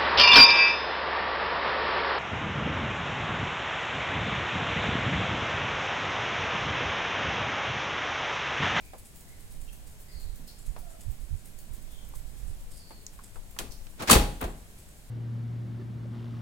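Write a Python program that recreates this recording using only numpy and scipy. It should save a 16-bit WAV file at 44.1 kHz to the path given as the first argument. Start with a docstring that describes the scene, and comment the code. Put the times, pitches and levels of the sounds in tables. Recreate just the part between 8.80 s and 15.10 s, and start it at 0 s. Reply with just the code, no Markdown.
"""Locking a car door beside a garden

Close to a stereo microphone, a hand screws a metal lock pin onto its rod with small knocks, then pushes
it down: the linkage drags, the lock snaps over, the hollow door booms, and the rod knocks back as the
finger lets go. Behind the door are far birds and a thin pulsing rasp; light wind rumbles on the
microphone."""
import sys
import numpy as np
from scipy import signal
from scipy.fft import rfft, irfft, next_fast_len
from scipy.io import wavfile

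SR = 44100
rng = np.random.default_rng(int(sys.argv[2]) if len(sys.argv) > 2 else 0)


def digitize_waveform(pressure):
    """Quantize a signal to 16-bit integers and store it at the path in sys.argv[1].

    Rows of a 2-D input are taken as channels; values are limited to [-1, 1].
    """
    field = np.atleast_2d(pressure).T
    bounded = np.clip(field, -1, 1)
    quanta = np.round(bounded * 32767).astype(np.int16)
    wavfile.write(sys.argv[1], SR, quanta)


N = 277830
TIME = np.arange(N) / SR
CUTOFF_HZ = 16000


def from_db(db):
    """Decibels to gain."""
    return 10 ** (np.asarray(db) / 20)


def rms_one(x):
    """Scale to unit rms."""
    return x / np.sqrt(np.mean(x ** 2) + 1e-20)


def in_time(rows):
    """Each column of a curve at every sample."""
    s, *columns = np.transpose(rows)
    return [np.interp(TIME, s, c) for c in columns]


def at_hz(points, hz):
    """Read a table on a log-frequency axis."""
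    hzs, values = np.transpose(points)
    return np.interp(np.log(np.maximum(hz, 1)), np.log(hzs), values)


def fade(t, t60):
    """Fall by 60 dB in t60 seconds."""
    return np.exp(-np.log(1000) * t / t60)


def rise(t, time_constant):
    """Build up from 0 towards 1."""
    return 1 - np.exp(-t / time_constant)


def add(out, s, sound):
    """Mix a sound in at s seconds."""
    at = max(round(s * SR), 0)
    out[..., at:at + sound.shape[-1]] += sound[..., :N - at]


def drift(per_s):
    """A random wander with a spread near 1."""
    knots = np.cumsum(np.full(N, per_s / SR))
    return np.interp(knots, np.arange(N), rng.standard_normal(N))


def noise(spectrum, likeness, size=N):
    """Stereo noise of a given colour and left-right correlation; rms 1."""
    padded = next_fast_len(size, True)
    hz = np.arange(padded // 2 + 1) * SR / padded
    mid, side = rfft(rng.standard_normal((2, padded)))
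    alike = np.clip(at_hz(likeness, hz), -1, 1)
    pair = np.sqrt(1 + alike) * mid + np.sqrt(1 - alike) * side * [[1], [-1]]
    return rms_one(irfft(pair * from_db(at_hz(spectrum, hz)), padded)[:, :size])


# The garden's air, all around: f/Hz, relative level/dB
GARDEN_COLOUR = [(15, -12), (25, -1.5), (87, -7.5), (217, -15), (309, -21), (384, -20.5), (503, -23),
                 (624, -22), (1260, -29.5), (1650, -27.5), (1790, -28.5), (5570, -32), (8140, -29.5),
                 (14000, -34.5), (16000, -39)]
# How alike it reaches the two microphone ports: f/Hz, correlation
GARDEN_CORRELATION = [(40, 0.98), (300, 0.85), (700, 0.19), (1300, -0.17), (6000, -0.057), (7500, 1),
                      (12000, 0.87), (15000, 0.76)]


def garden(level_db=-51.5, sway_db=0.33, shelf_db=-1.0, shelf_hz=6000):
    """Steady outdoor murk and high hiss behind everything."""
    colour = [(hz, db + shelf_db * hz ** 4 / (hz ** 4 + shelf_hz ** 4)) for hz, db in GARDEN_COLOUR]
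    return from_db(level_db + sway_db * drift(per_s=5.5)) * noise(colour, GARDEN_CORRELATION)


# Birds far off in the garden: t/s, length/s, start f/Hz, end f/Hz, level/dB
BIRD_CALLS = [(0.0, 0.18, 2396, 2340, -63), (0.458, .16, 2100, 2070, -66.5), (0.87, 0.042, 2815, 3000, -58),
              (1.266, 0.096, 1990, 2086, -64), (1.28, 0.24, 4780, 3860, -60),
              (1.67, 0.0304, 4490, 4810, -51), (1.988, 0.221, 684, 650, -58),
              (3.089, 0.17, 3500, 3135, -62), (3.908, 0.34, 4870, 4100, -61),
              (4.902, 0.03, 5550, 4900, -51.5)]


def birds(scatter_t60=0.43, droop_db=-11.5, octave_db=-11, hoarseness=0.15):
    """Hoarse gliding calls that start strong and droop, smeared by leaves and walls on their way."""
    song = np.zeros(N)
    for s, length, start_hz, end_hz, db in BIRD_CALLS:
        along = np.linspace(0, 1, int(length * SR))
        glide = np.exp(2j * np.pi * np.cumsum(start_hz + (end_hz - start_hz) * along) / SR)
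        voice = glide + from_db(octave_db) * glide ** 2
        width_hz = hoarseness * start_hz * np.sqrt(0.12 / length)   # shorter calls are harsher
        white = rng.standard_normal((2, SR // 2))
        low_pass = signal.butter(2, width_hz / 2, fs=SR, output="sos")
        shake = signal.sosfilt(low_pass, white[0] + 1j * white[1])[:len(along)]
        envelope = np.abs(np.sin(np.pi * along)) ** (1 / 3) * from_db(droop_db * along)
        add(song, s, from_db(db) * rms_one(np.real(voice * shake) * envelope))
    scatter = rms_one(rng.standard_normal((2, SR)) * fade(TIME[:SR], scatter_t60)) / np.sqrt(SR)
    return signal.fftconvolve(song[None], scatter, axes=1)[:, :N]


def weak_rasps(loud, per_s=9, jitter=0.33, start_db=-44.5, fall_db_per_s=0.85, spread_db=3):
    """Rows (t/s, relative level/dB) that keep an uneven pace between the loud rasps, slowly fading."""
    marks, rows = [0] + [s for s, _ in loud] + [N / SR], []
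    for start, end in zip(marks, marks[1:]):
        steps = max(round((end - start) * per_s), 1)
        for k in range(1, steps):
            s = start + (end - start) * (k + jitter * rng.uniform(-1, 1)) / steps
            rows.append((s, start_db - fall_db_per_s * s + spread_db * rng.uniform(-1.1, 1)))
    return rows


# The louder of the thin rasps out in the garden: t/s, relative level/dB
LOUD_RASPS = [(0.045, -46.5), (0.255, -43), (0.3564, -39), (0.405, -43.5), (0.9293, -42.5), (1.2, -42.5),
              (1.676, -41), (1.79, -43), (1.8603, -43), (1.9874, -40), (2.2052, -41.5), (2.305, -42.5),
              (2.6553, -41.5), (2.7877, -41.5), (2.9354, -41.5), (3.115, -42.5), (3.3524, -39.5),
              (3.5744, -47), (3.9142, -42), (3.9672, -42), (4.4359, -41.5), (4.707, -44), (4.9174, -39.5),
              (5.984, -43)]
# The two colours each rasp blends: f/Hz, relative level/dB
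RASP_LOW_COLOUR = [(2500, -11), (6200, -9), (7500, 3.5), (9500, -0.5), (11500, -6.5), (16000, -21.5)]
RASP_HIGH_COLOUR = [(3000, -19), (6500, -11.5), (8000, -7), (10500, -7), (13000, -6), (16000, 2.5)]


def rasps(gain_db=-8.5, lead_s=0.012, firm_db=-41.5, bite_growth=0.92, grain_db=2.5, patchy_db=2.5):
    """Grainy high rasps, about nine a second: each swells, bites and trails off in its own colour."""
    t, out = TIME[:SR // 3], np.zeros((2, N))
    grid = np.linspace(2000, CUTOFF_HZ, num=36)
    late = np.maximum(t - lead_s, 0)
    bite = rise(late, 0.0019) * fade(late, t60=0.027)
    swell = rise(t, 0.017) * fade(late, t60=0.25)
    for s, db in LOUD_RASPS + weak_rasps(LOUD_RASPS):
        high = rng.uniform(0.13, 0.81)
        colour = (1 - high) * at_hz(RASP_LOW_COLOUR, grid) + high * at_hz(RASP_HIGH_COLOUR, grid)
        colour += patchy_db * rng.standard_normal(len(grid))
        hiss = noise(list(zip(grid, colour)), likeness=[(CUTOFF_HZ, 0.81)], size=len(t))
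        bite_db = bite_growth * (db - firm_db) - 0.5   # firm rasps bite, weak ones mostly swell
        add(out, s - lead_s, from_db(db + gain_db) * (swell + from_db(bite_db) * bite) * hiss)
    return out * from_db(grain_db * drift(per_s=500))


# Breeze on the microphone's exposed right port: t/s, level/dB
RIGHT_BREEZE = [(0.45, -52), (0.85, -37), (1.17, -45), (2.1, -41.5), (3.0, -41.5), (3.2, -38.5),
                (3.72, -36), (4.05, -55), (5.1, -53)]
# Puffs on one port: peak t/s, level/dB, length/s, port (L or R)
AIR_PUFFS = [(1.36, -34, 0.032, "R"), (1.464, -33, 0.097, "R"), (1.895, -28.5, .035, "R"),
             (2.01, -36, .06, "R"), (2.294, -25.5, 0.05, "R"), (2.42, -32, 0.05, "R"),
             (2.528, -22.5, 0.036, "R"), (2.922, -29.5, 0.034, "R"), (3.663, -30, 0.073, "R"),
             (3.896, -38.5, 0.19, "L"), (4.36, -39, 0.061, "R"), (4.613, -40, 0.16, "L"),
             (4.86, -37.5, 0.11, "L"), (5.003, -42, 0.18, "L")]
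# Rumble of light air and of gusts at the ports: f/Hz, relative level/dB
LIGHT_RUMBLE = [(10, 13), (20, 17), (35, 8.5), (65, -19), (110, -19), (200, -33), (400, -46), (1000, -63),
                (4000, -94)]
GUST_RUMBLE = [(15, 3.5), (45, 8), (90, -4.5), (150, -15), (230, -37.5), (500, -46.5), (4000, -101)]


def wind(sheltered_left_db=-51.5, gust_onset_db=-32.0, gust_gain_db=1.5):
    """A breeze and bell-shaped puffs rumble in each port; strong ones reach higher in pitch."""
    power = from_db([np.full(N, sheltered_left_db), in_time(RIGHT_BREEZE)[0]]) ** 2
    for s, db, length, port in AIR_PUFFS:
        bell = 0.5 ** ((2 * (TIME - s) / length) ** 2)
        power["LR".index(port)] += from_db(db) ** 2 * bell
    gust_share = power / (power + from_db(gust_onset_db) ** 2)
    likeness = [(CUTOFF_HZ, 0.2)]
    light = np.sqrt(1 - gust_share) * noise(LIGHT_RUMBLE, likeness)
    gusts = from_db(gust_gain_db) * np.sqrt(gust_share) * noise(GUST_RUMBLE, likeness)
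    return np.sqrt(power) * (light + gusts)


# How alike the nearby door reaches the two ports: f/Hz, correlation
DOOR_CORRELATION = [(60, 0.83), (290, 0.9), (640, 0.34), (1400, 0), (15000, 0.33)]
# Pin and rod touching, close up: t/s, relative level/dB, centre f/Hz, width/octaves
PIN_KNOCKS = [(0.134, -38.5, 620, 0.58), (1.59, -43.5, 173, 0.4), (1.964, -39.5, 680, 0.72),
              (2.968, -50, 189, 0.39), (3.289, -41, 13500, .25), (3.338, -48, 920, 0.2),
              (4.107, -41.5, 567, 0.81), (4.2658, -30, 6060, 0.25), (4.39, -42.5, 1020, 0.45),
              (4.5582, -42, 745, 0.68), (4.765, -42.5, 854, 0.63), (4.788, -23, 6900, 0.83),
              (4.7881, -31.5, 3200, 0.078), (4.921, -39.5, 6030, 0.56), (5.068, -46.5, 2160, 0.93),
              (5.2989, -12.5, 1060, 0.22), (5.311, -20.5, 250, 0.26), (5.613, -23.5, 12500, 0.49)]


def knocks(gain_db=-4.5, t60_at_1khz=0.072, tap_db=-9.0, tail_db=-21.0):
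    """Light contacts tap, ring one cluster of modes briefly and leave a faint tail in the door."""
    t, out = TIME[:SR // 3], np.zeros((2, N))
    grid = np.geomspace(30, SR / 2, num=80)
    tap = from_db(tap_db) * fade(t, t60=0.013)
    tail = from_db(tail_db) * fade(t, t60=0.25)
    for s, db, hz, width in PIN_KNOCKS:
        t60 = t60_at_1khz * 1000 / hz   # higher knocks die sooner
        cluster_db = -10 * np.log10(1 + (np.log2(grid / hz) / width) ** 4)
        ring = noise(list(zip(grid, cluster_db)), DOOR_CORRELATION, size=len(t))
        add(out, s, from_db(db + gain_db) * ring * (tap + fade(t, t60) + tail))
    return out


# The linkage dragging inside the door, under the finger: t/s, level/dB, brightness (0-1)
LINKAGE_DRAG = [(5.16, -74, 0.2), (5.195, -46, 0.6), (5.204, -34.5, .25), (5.233, -31, 0.23),
                (5.25, -42, 0), (5.269, -43, 0.4), (5.276, -31, 0.66), (5.296, -20.5, 0.52),
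                (5.31, -17.5, 0.1), (5.32, -74, .5)]
# Its dull and bright rubbing: f/Hz, relative level/dB
DULL_RUB = [(40, -5), (200, -1.5), (600, -4.5), (1150, -4.5), (1700, -11.5), (4000, -22.5), (15000, -48)]
BRIGHT_RUB = [(400, -8), (1500, 7.5), (3500, 3.5), (7500, -2), (11000, -10), (16000, -12)]


def linkage(slip_db=5.0, slips_per_s=450):
    """Steel sticks and slips in its guide, shifting between dull and bright rubbing."""
    db, brightness = in_time(LINKAGE_DRAG)
    slips = from_db(slip_db * np.tanh(drift(slips_per_s)))
    dull = (1 - brightness) * noise(DULL_RUB, DOOR_CORRELATION)
    bright = brightness * noise(BRIGHT_RUB, DOOR_CORRELATION) * slips
    moving = (TIME > LINKAGE_DRAG[0][0]) & (TIME < LINKAGE_DRAG[-1][0])
    return (dull + bright) * from_db(db) * moving


# The door panel booming beside the microphone: t/s, f/Hz, level/dB, t60/s
PANEL_BOOMS = [(5.318, 56, -21, .15), (5.352, 37.5, -20, 0.69), (5.358, 61, -13.5, 0.247),
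               (5.646, 37.8, -32, 0.55), (5.636, 67, -23.5, 0.12)]


def panel(build_s=0.0026):
    """The wide door skin swings slowly after a blow, alike at both ports."""
    t, out = TIME[:SR], np.zeros((2, N))
    for s, hz, db, t60 in PANEL_BOOMS:
        add(out, s, from_db(db) * np.sin(2 * np.pi * hz * t) * fade(t, t60) * rise(t, build_s))
    return out


# Clusters of modes in the lock's steel parts: f/Hz, width/Hz, relative level/dB (halved in use)
STEEL_CLUSTERS = [(2535, 53, -9), (3350, 45, -10), (3690, 54, -10), (3940, 120, -19), (4480, 49, -1),
                  (5030, 56, -10.5), (5510, 32, 6), (5700, 20, -8), (5940, 53, -15), (6300, 150, -4.5),
                  (7080, 28, -6), (7200, 24, -14), (7650, 63, -6), (8510, 110, -8), (9050, 61, -2),
                  (9430, 40, 9), (10400, 41, -1), (10700, 150, 1), (11200, 37, -8), (11900, 39, -12),
                  (12000, 99, -9), (12800, 38, -10), (13100, 32, -14), (13600, 34, -3), (14100, 55, 0),
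                  (15300, 41, -10)]


def steel_resonances(hz, lift_db=5.0):
    """Gain by which the steel's resonances stand out of the door's dense ring."""
    centre, width, db = np.transpose(STEEL_CLUSTERS)[:, :, None]
    heights = from_db(lift_db + (db - db.mean()) / 2) ** 2
    peaks = heights / (1 + (2 * (hz - centre) / width) ** 2)
    return np.sqrt(1 + peaks.sum(axis=0))


# Bands of the hollow door's dense ring: f/Hz, relative level/dB, t60/s, build-up/s
DOOR_BANDS = [(39.8, 9.5, 1, 0.05), (130, 9.5, 0.59, 0.0045), (320, 11, 0.41, 0.0057),
              (557, 8.5, 0.42, 0.00097), (1000, 5, 0.39, 0.0005), (1700, 3, 0.32, 0.00031),
              (2920, 0, 0.37, .0003), (4200, -2, 0.35, 0.00032), (5700, -8.5, 0.31, .0003),
              (7400, -2, 0.24, 0.00023), (10400, -8, 0.26, .0003), (15500, -10.5, 0.26, .0003)]
# Single modes of the door skin: f/Hz, relative level/dB, t60/s
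SKIN_MODES = [(141, -17, 0.24), (172.7, -5, 0.38), (208, -14, 0.46), (273, -5, 0.18), (356.5, -6.5, 0.23),
              (386, -10.5, 0.33), (423, -12.5, 0.38), (477, -20, 0.16), (590, -19, .35), (703, -20, 0.28),
              (826, -10.5, 0.51), (1025, -25, 0.17), (1120, -40, .25), (1204, -1.5, 0.1)]
# The lock striking the door, close up: t/s, then relative level/dB of thud, clack and crack
LOCK_BLOWS = [(4.788, -44.5, -40, -35), (4.803, -38.5, -42.5, -58), (5.222, -48, -46, -40),
              (5.2977, -33, -19, -22.5), (5.309, -19.5, -30, -14), (5.3132, -20.5, -19, -15),
              (5.329, -21.5, -18.5, -19), (5.353, -17.5, -23.5, -31), (5.608, -37, -41, -55),
              (5.614, -34.5, -32.5, -52), (5.625, -33.5, -35, -49.5), (5.64, -39, -37.5, -45)]


def lock(dense_db=-2.5, modes_db=-4.0, first_wave_db=7.5, cabin_db=-25.5, left_lead_db=1,
         thud_hz=300, clack_hz=1100, crack_hz=7000):
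    """Each blow rings the door from a spot of its own; the hardness of the contact sets its colour."""
    t, out = TIME[:SR], np.zeros((2, N))
    centres, _, t60s, builds = np.transpose(DOOR_BANDS)
    grid = np.arange(SR // 2 + 1)   # one second of ring: a bin every Hz
    crossfades = np.array([at_hz(list(zip(centres, share)), grid) for share in np.eye(len(centres))])
    bands = crossfades * steel_resonances(grid) * from_db(dense_db)
    first_wave = 1 + from_db(first_wave_db) * fade(t, t60=0.075)
    cabin_tail = from_db(cabin_db) * fade(t, t60=1.0)
    build_up = rise(t, builds[:, None])   # the lows build up late
    envelopes = (fade(t, t60s[:, None]) + cabin_tail) * first_wave * build_up
    modes = []
    for hz, db, t60 in SKIN_MODES:
        out_of_step = 1 - at_hz(DOOR_CORRELATION, hz)   # short waves reach the two ports apart
        phase = rng.uniform(0, 2 * np.pi) + rng.normal(0, 1, (2, 1)) * out_of_step
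        tone = np.sin(2 * np.pi * hz * t + phase)
        modes.append((hz, from_db(db + modes_db) * tone * fade(t, t60) * rise(t, 1 / hz)))
    for s, thud, clack, crack in LOCK_BLOWS:
        colour = [(thud_hz, thud), (clack_hz, clack), (crack_hz, crack)]
        dense = rfft(noise([row[:2] for row in DOOR_BANDS], DOOR_CORRELATION, size=SR))
        for hz, band, envelope in zip(centres, bands, envelopes):
            add(out, s, from_db(at_hz(colour, hz)) * envelope * irfft(dense * band, SR))
        for hz, mode in modes:
            add(out, s, from_db(at_hz(colour, hz)) * rng.choice([-1, 1]) * mode)
    return out * from_db(np.array([[1], [-1]]) * left_lead_db / 2)


def scene():
    """The door close by, the garden behind it, wind on the microphone."""
    door = lock() + panel() + knocks() + linkage()
    return door + rasps() + birds() + wind() + garden()


def record(dry):
    """The microphone chain clips peaks above full scale and cuts the top treble."""
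    low_pass = signal.ellip(12, 0.1, 80, CUTOFF_HZ, fs=SR, output="sos")
    return signal.sosfilt(low_pass, np.clip(dry, -1, 1))


dry = scene()
out = record(dry)
digitize_waveform(out)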